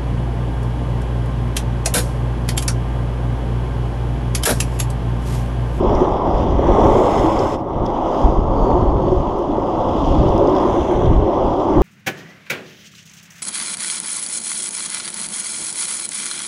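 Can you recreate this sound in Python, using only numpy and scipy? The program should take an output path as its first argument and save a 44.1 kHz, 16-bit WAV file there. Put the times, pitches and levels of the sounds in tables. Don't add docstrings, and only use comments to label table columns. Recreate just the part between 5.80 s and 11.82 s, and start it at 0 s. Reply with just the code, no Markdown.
import sys
import numpy as np
from scipy import signal
from scipy.io import wavfile
from scipy.ndimage import uniform_filter1d

SR = 44100
rng = np.random.default_rng(int(sys.argv[2]) if len(sys.argv) > 2 else 0)


def put_to_file(sound):
    columns = np.atleast_2d(sound).T
    safe = np.clip(columns, -1, 1)
    whole_steps = np.round(safe * 32767)
    wavfile.write(sys.argv[1], SR, whole_steps.astype(np.int16))


N = 265482

# frequency in Hz, relative density in dB.
RECORDER_HISS_SPECTRUM = [(5000, -30), (7500, 0.5), (10500, -5.5), (13000, -14), (14500, -40)]
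BUFFET_SPECTRUM = [(7.1, -31), (12, -6), (28, -1.5), (45, -2.5), (120, -11), (160, -33), (260, -120)]
FLUTTER_SPECTRUM = [(50, -20), (90, -7.5), (150, -2), (230, -5), (330, -7.5), (600, -85.5)]
GRIP_SPECTRUM = [(900, -51.5), (1500, -3.5), (1750, -12.5), (2000, -7), (2380, -15.5), (2950, -11),
                 (3330, -8), (3520, -12), (3850, -21.5), (4100, -21), (4400, -22.5), (4750, -18),
                 (5400, -19.5), (7300, -26), (7900, -43), (12000, -97)]
SCRUB_SPECTRUM = [(900, -44), (1500, -6), (1750, -16.5), (2000, -6.5), (2400, -13.5), (3350, -6.5),
                  (3950, -19), (4300, -19), (4660, -22.5), (5280, -13.5), (5830, -23.5), (6470, -19),
                  (7740, -21.5), (12000, -86)]
GRIP_FIZZ_SPECTRUM = [(6500, -23.5), (8200, -7), (9100, -3.5), (10300, -11), (11500, -13.5), (13000, -18.5),
                      (14000, -36)]
SCRUB_FIZZ_SPECTRUM = [(6500, -23.5), (8200, -3), (9100, -8), (10300, -4.5), (11500, -9), (13000, -13),
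                       (14000, -17)]
RUMBLE_SPECTRUM = [(100, -35), (200, -7), (280, -4), (450, -5.5), (640, -6), (900, -5), (1090, -7.5),
                   (1300, -16), (1470, -25.5), (1750, -33), (2400, -56), (5000, -120)]
# time in seconds, level in dB.
GUSTS = [(0, -19), (.15, -19), (.33, -26.5), (.75, -20.5), (1.1, -18), (1.27, -28), (1.42, -23.5),
         (1.7, -29), (1.93, -31), (2.02, -23), (2.1, -30.5), (2.35, -33.5), (2.45, -22), (2.7, -22),
         (2.88, -25.5), (3.0, -20.5), (3.16, -20.5), (3.24, -20.5), (3.4, -23), (3.55, -32.5), (4.0, -28),
         (4.3, -18.5), (4.52, -21.5), (4.8, -31.5), (4.92, -24), (5.1, -30), (5.28, -18), (5.42, -18.5),
         (5.5, -33.5), (5.66, -22), (5.82, -37), (5.99, -16)]
# centre in seconds, peak in dB, swing rate in Hz.
STRONG_EDDIES = [(0.156, -8.5, 45), (0.55, -6.5, 36.5), (0.665, -12, 44.7), (0.745, -14, 50.6),
                 (0.873, -11.5, 39), (1.114, -13, 45), (2.015, -21, 44.3), (2.454, 1, 44), (2.59, -5, 35.7),
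                 (2.621, -11, 60), (2.778, -14, 35), (2.833, -6, 42.4), (2.941, -12, 45), (3.029, -8, 62.4),
                 (3.082, -9.5, 45), (3.12, -14, 55), (3.153, -8.5, 52), (3.301, -16, 42),
                 (3.374, -10, 41.7), (4.315, -9.5, 40), (4.391, -13, 45), (4.507, -8.5, 45.3),
                 (5.158, -13.5, 40), (5.275, -8.5, 52), (5.343, -11, 40), (5.388, -7, 49), (5.656, -11, 52),
                 (5.982, -9, 40.2)]
# start in seconds, drive of the low, middle and top case mode in dB,
# rise time in seconds.
STONES = [(0.149, -33, -31, -51, 0.0023), (0.5806, -30, -36, -60, 0.0017), (1.59, -28, -24, -58, 0.0022),
          (1.887, -44, -46, -56, 0.0008), (2.055, -40, -38, -56, 0.0018),
          (2.061, -22.5, -28.5, -48, 0.0018), (3.222, -38, -40, -47, 0.00055),
          (3.585, -38, -41, -50, 0.0017), (3.867, -45, -55, -61, 0.0015), (3.986, -42, -47, -54, 0.0014),
          (4.428, -32, -36, -60, 0.0012), (4.489, -26, -30, -46, 0.00084), (4.504, -27, -35, -62, 0.001),
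          (4.578, -29, -26, -46, 0.0011), (4.672, -30, -29.5, -66, 0.0018), (4.6947, -31, -32, -62, 0.0015),
          (4.724, -23, -43, -64, 0.0014), (4.75, -35, -36, -56, 0.0012), (4.763, -20, -33, -55, 0.0018),
          (4.782, -25, -30, -59, 0.0014), (4.809, -32, -39, -57, 0.001), (4.823, -34, -41, -48, 0.0016),
          (5.117, -48, -48, -46, 0.0015), (5.257, -24, -38, -58, 0.0021), (5.3544, -44, -51, -58, 0.0015),
          (5.8, -25, -38, -62, 0.0018)]
# frequency in Hz, width in Hz.
CASE_MODES = [(3390, 770), (5260, 1800), (9600, 3200), (2050, 500), (13200, 2500)]
# time in seconds, level in dB, pitch in Hz.
EDGE_DRAG = [(2.7, -67, 4660), (2.78, -55, 4700), (2.87, -55, 4560), (3.02, -66, 4750)]
# time in seconds, overall gain in dB, sheen (above 6 kHz) and scuff (near 5 kHz)
# as relative gains in dB.
HISS_GAINS = [(0, -45, -16, -9), (.2, -44.5, -9.5, -9), (.43, -48, -14, -8), (.6, -45.5, -11, -4),
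              (.76, -45.5, -15.5, -12.5), (1.06, -43.5, -8, -10.5), (1.35, -43, -7.5, -4),
              (1.745, -45.5, -8, -3), (1.775, -57, -11, -4), (1.8, -56, -10, -6), (1.83, -60, -13, -9),
              (1.95, -52, -16, -13), (2.1, -49.5, -12.5, -9), (2.26, -46, -13, -9), (2.41, -44.5, -8.5, -4),
              (2.65, -52.5, -12, -7.5), (2.85, -49, -8.5, -14), (3.0, -49, -10.5, -8),
              (3.14, -52.5, -12, -8), (3.35, -48, -11, -8), (3.75, -51.5, -10.5, -8.5), (4.0, -47, -12, -7),
              (4.27, -42, -11.5, -8), (4.63, -44, -13.5, -10.5), (4.76, -44, -12, -4),
              (4.95, -44.5, -7, -10), (5.25, -44.5, -11, -15), (5.4, -47, -14.5, -12.5),
              (5.66, -46, -13, -7.5), (5.96, -47.5, -10, -8)]
# time in seconds, centre in Hz, depth in dB.
HISS_HOLLOW = [(0, 4380, 10), (.7, 4440, 4.5), (1.0, 4500, -1), (1.6, 4600, 3), (1.95, 4340, 2),
               (2.3, 4400, 9), (2.55, 4420, 5), (2.8, 4400, -10), (3.1, 4350, -8), (3.6, 4500, 1),
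               (4.1, 4400, 10), (4.3, 4500, -4), (4.7, 4520, 6), (5.3, 4600, 5), (6, 4480, 4)]
# time in seconds, centre in Hz, lift in dB.
HISS_BAND = [(0, 5300, -2), (.14, 5650, 6), (.24, 6200, 8), (.36, 6200, -3), (.8, 5900, 8), (1.05, 5730, 9),
             (1.2, 6000, 0), (1.35, 6500, 4), (1.55, 6300, 2), (1.72, 5860, 6), (2.5, 6250, 4),
             (2.9, 6500, 4), (3.1, 6400, 4.5), (4.75, 6100, 1.5), (4.95, 6300, 6), (5.3, 6100, 2.5),
             (6, 5900, 4)]
# start in seconds, gain in dB, pitch in Hz, T60 in seconds, second mode in
# relative dB.
BUMPS = [(0.026, -6.5, 351, 0.12, -14), (0.214, 6, 366, 0.055, -25), (0.792, 6.5, 405, 0.022, 2.5),
         (0.884, 4, 346, 0.039, -3), (1.05, -2, 401, 0.082, 0), (1.085, -6, 392, 0.096, 0),
         (1.149, -4, 383, 0.1, -13), (1.175, -4.5, 373, 0.14, -23), (1.437, -3, 320, 0.1, -7),
         (1.598, 4.5, 380, 0.035, -25), (2.949, 2, 359, .055, -12), (3.02, -2, 368, 0.075, -14),
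         (3.237, -6.5, 365, 0.088, -16), (3.271, -3, 374, 0.051, 0.5), (3.315, -4.5, 368.4, 0.19, -6.5),
         (3.594, -9, 345, 0.15, -4), (3.778, 1.5, 376, 0.046, -4), (4.604, -6, 320, 0.11, 3),
         (4.677, -5.5, 348, 0.093, 1.5), (4.732, 1.5, 308, 0.058, -14), (4.811, -8, 378, 0.059, -9.5),
         (4.845, -5, 355, 0.11, -23), (4.885, -3, 372, 0.12, -14), (4.965, -1, 352, 0.11, -11),
         (5.084, -6, 372, 0.086, -17), (5.11, -4, 331, 0.1, -20), (5.17, -6, 370, 0.12, -13),
         (5.476, -4, 353, 0.064, -3), (5.895, -1, 319, 0.069, -19), (5.989, -11, 325, 0.045, -9)]
# time in seconds, deck gain in dB, relative gain of the lowest mode in dB,
# gain of the rasp near 1.7 kHz in dB.
ROLL_GAINS = [(0, -24.5, 7.5, -48), (.15, -21.5, -0.5, -41), (.32, -24.5, -10, -42.5),
              (.5, -22.5, -8.5, -46), (.77, -27, 2, -43), (.88, -22, 1, -36.5), (1.0, -18, -4, -38),
              (1.17, -19.5, -2.5, -36.5), (1.5, -20.5, -3, -36), (1.74, -24.5, -11, -39),
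              (1.8, -30.5, 2, -53.5), (1.97, -27, -4, -49.5), (2.1, -25.5, -4, -46.5),
              (2.45, -21.5, -4, -44.5), (2.62, -26.5, 1.5, -52), (2.87, -21.5, -2, -48),
              (3.05, -24, 2.5, -49.5), (3.3, -26.5, 6, -51.5), (3.55, -25.5, -2, -49),
              (3.7, -27.5, 10, -55), (3.76, -25.5, -10, -46), (3.82, -25.5, 0, -48.5), (4.0, -23, -9, -50),
              (4.35, -24, 4, -46.5), (4.65, -22, 7.5, -46.5), (4.78, -20, -1, -41.5),
              (4.95, -22.5, 3.5, -41), (5.04, -26, 0, -42.5), (5.12, -23, 0, -41.5), (5.4, -26.5, 9, -45),
              (5.6, -22, 1.5, -47), (5.8, -23.5, 4, -51), (5.97, -21, 6, -42.5)]
# time in seconds, pitch in Hz.
BOOM_PITCH = [(0, 386), (.6, 353), (1.1, 415), (1.5, 383), (2.1, 335), (3.0, 379), (4.2, 318), (4.7, 374),
              (5.3, 370), (6, 336)]
# frequency in Hz, width in Hz, level in dB relative to the rumble.
UPPER_MODES = [(700, 137, -14.5), (883, 280, -17)]

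SECOND_MODE_HZ = 555
SLIDE_START_S, SLIDE_FULL_S, SLIDE_END_S, CATCH_S = 0.72, 1.17, 1.75, 0.07
BITE_S, BITE_WIDTH_S, BITE_DB = 1.037, 0.055, 6
TIME_S = np.arange(N) / SR


def gain_of(db):
    return 10 ** (np.asarray(db) / 20)


def unit_rms(x):
    return x / np.sqrt(np.mean(x ** 2) + 1e-20)


def bell(x, centre, width, power=2):
    return np.exp(-((x - centre) / width) ** power)


def spectrum_db(spectrum, hz):
    points_hz, db = np.transpose(spectrum)
    return np.interp(np.log(hz + 1), np.log(points_hz + 1), db)


def curves(rows, t):
    times_s, *columns = np.transpose(rows)
    return [np.interp(t, times_s, column) for column in columns]


def add(mix, start_s, sound):
    part = mix[round(start_s * SR):][:len(sound)]
    part += sound[:len(part)]


def resonate(x, hz, *widths_hz):
    carrier = np.exp(2j * np.pi * np.cumsum(hz * np.ones(len(x))) / SR)
    for width_hz in widths_hz:
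        pole = np.exp(-np.pi * width_hz / SR)
        x = 2 * (carrier * signal.lfilter([1 - pole], [1, -pole], x / carrier + 1e-18)).real
    return x


def drift(top_hz):
    rates_hz = np.geomspace(top_hz / 8, top_hz, num=12)
    return unit_rms(sum(np.sin(2 * np.pi * (hz * TIME_S + rng.random())) for hz in rates_hz))


def grit(per_s, spread_db, share):
    sizes = gain_of(spread_db * np.minimum(rng.exponential(size=N), 5)) * rng.choice([-1, 1], N)
    impacts = unit_rms(sizes * (rng.random(N) < per_s / SR))
    return np.sqrt(share) * impacts + np.sqrt(1 - share) * rng.standard_normal(N)


def shaped(x, db_of, patchy_db, frame):
    framing = dict(nperseg=frame, noverlap=frame - frame // 4)
    hz, t, bins = signal.stft(x, SR, **framing)
    patches = uniform_filter1d(rng.standard_normal(bins.T.shape).T, size=6, axis=0)
    patches = unit_rms(uniform_filter1d(patches, size=12, axis=1))
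    bins = bins * gain_of(db_of(hz[:, None], t) + patchy_db * patches)
    return signal.istft(bins, SR, **framing)[1][:N]


def coloured(x, spectrum, patchy_db, frame):
    return unit_rms(shaped(x, lambda hz, t: spectrum_db(spectrum, hz), patchy_db, frame))


def case_muffle(x, cutoff_hz=1600):
    return signal.sosfilt(signal.butter(6, cutoff_hz, fs=SR, output="sos"), x)


def recorder_hiss(level_db=-77.5):
    noise = rng.standard_normal(N)
    return gain_of(level_db) * coloured(noise, RECORDER_HISS_SPECTRUM, patchy_db=1.5, frame=512)


def wind(swell_db=1.9, flutter_follow=0.91):
    level_db, = curves(GUSTS, TIME_S)
    eddies = grit(per_s=90, spread_db=3, share=0.29)
    buffet = coloured(eddies, BUFFET_SPECTRUM, patchy_db=0.63, frame=4096)
    flutter = coloured(eddies, FLUTTER_SPECTRUM, patchy_db=1, frame=4096)
    flutter_db = -27.5 + flutter_follow * (level_db - level_db.mean())
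    return gain_of(level_db + swell_db * drift(10)) * buffet + gain_of(flutter_db) * flutter


def wind_thumps(half_width_cycles=0.47):
    out, t = np.zeros(N), np.arange(-2000, 2000) / SR
    for centre_s, db, hz in STRONG_EDDIES:
        swing = -np.cos(2 * np.pi * hz * t) * bell(t * hz, 0, half_width_cycles)
        add(out, centre_s + t[0], gain_of(db) * swing)
    return out


def stone_ticks(under_db=-6.5, over_db=-13):
    drives, t = np.zeros((N, len(CASE_MODES))), np.arange(900) / SR
    for start_s, low_db, middle_db, top_db, rise_s in STONES:
        age = t / rise_s
        scratch = np.sign(rng.standard_normal(len(t))) * age * np.exp(1 - age)
        gains = gain_of([low_db, middle_db, top_db, low_db + under_db, top_db + over_db])
        add(drives, start_s, np.outer(scratch, gains))
    return sum(resonate(drive, hz, width_hz, width_hz, 2 * width_hz)
               for drive, (hz, width_hz) in zip(drives.T, CASE_MODES))


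def edge_scrape():
    level_db, hz = curves(EDGE_DRAG, TIME_S)
    dragging = (TIME_S > EDGE_DRAG[0][0]) & (TIME_S < EDGE_DRAG[-1][0])
    road = grit(per_s=1500, spread_db=2.8, share=0.3)
    return dragging * gain_of(level_db) * unit_rms(resonate(road, hz, 550, 700))


def hiss_colour_db(hz, t):
    level_db, sheen_db, scuff_db = curves(HISS_GAINS, t)
    _, _, rasp_db = curves(ROLL_GAINS, t)
    hollow_hz, hollow_db = curves(HISS_HOLLOW, t)
    band_hz, band_db = curves(HISS_BAND, t)
    slide = np.interp(t, [SLIDE_START_S, SLIDE_FULL_S, SLIDE_END_S, SLIDE_END_S + CATCH_S], [0, 1, 1, 0])
    body_db = (1 - slide) * spectrum_db(GRIP_SPECTRUM, hz) + slide * spectrum_db(SCRUB_SPECTRUM, hz)
    body_db += (scuff_db + 7) * bell(hz, 4950, 650, power=4)
    body_db += (sheen_db + 9) * bell(hz, 6600, 1000, power=4)
    body_db += (rasp_db - level_db - 3) * bell(hz, 1700, 800, power=4)
    body_db -= hollow_db * bell(hz, hollow_hz, 190)
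    body_db += band_db * bell(hz, band_hz, 350)
    fizz_db = sheen_db - 19 + (1 - slide) * spectrum_db(GRIP_FIZZ_SPECTRUM, hz)
    fizz_db += slide * (spectrum_db(SCRUB_FIZZ_SPECTRUM, hz) + 3.5)
    return level_db + 10 * np.log10(gain_of(2 * body_db) + gain_of(2 * fizz_db))


def wheel_hiss():
    road = grit(per_s=1800, spread_db=2.1, share=0.59)
    return gain_of(23) * shaped(road, hiss_colour_db, patchy_db=1.2, frame=512)


def deck_knocks(rise_s=0.0076):
    out, t = np.zeros(N), np.arange(8000) / SR
    for start_s, db, hz, t60_s, second_db in BUMPS:
        envelope = (1 - np.exp(-t / rise_s)) * gain_of(-60 * t / t60_s)
        lowest = np.sin(2 * np.pi * (hz * t + rng.random()))
        second = gain_of(second_db) * np.sin(2 * np.pi * (SECOND_MODE_HZ * t + rng.random()))
        add(out, start_s, gain_of(db) * envelope * (lowest + second))
    return out


def deck_rumble(wander_hz=23.8, swell_db=0.9, second_follow=0.38):
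    level_db, boom_db, _ = curves(ROLL_GAINS, TIME_S)
    boom_hz = curves(BOOM_PITCH, TIME_S)[0] + wander_hz * drift(14)
    road = grit(per_s=900, spread_db=0.96, share=0.26)
    rumble = coloured(road, RUMBLE_SPECTRUM, patchy_db=0.79, frame=1024)
    boom = unit_rms(resonate(road, boom_hz, 130, 260))
    boom *= gain_of(boom_db - 7 + swell_db * drift(5.6))
    second = unit_rms(resonate(road, SECOND_MODE_HZ, 140, 260))
    second *= gain_of(second_follow * boom_db - 9 + swell_db * drift(13))
    upper = sum(gain_of(db) * unit_rms(resonate(road, hz, width_hz, 2 * width_hz))
                for hz, width_hz, db in UPPER_MODES)
    upper *= gain_of(BITE_DB * bell(TIME_S, BITE_S, BITE_WIDTH_S))
    return gain_of(level_db + 4) * (rumble + boom + second + upper)


def scene():
    muffled = case_muffle(wind() + wind_thumps() + deck_rumble() + deck_knocks())
    return (muffled + wheel_hiss() + edge_scrape() + stone_ticks() + recorder_hiss())[None]


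def record(dry):
    limited = dry / (1 + abs(dry / 0.95) ** 4) ** 0.25
    lowpass = signal.firwin(255, 14000, window=("kaiser", 9), fs=SR)
    return signal.oaconvolve(limited, lowpass[None], "same")


dry = scene()
out = record(dry)
put_to_file(out)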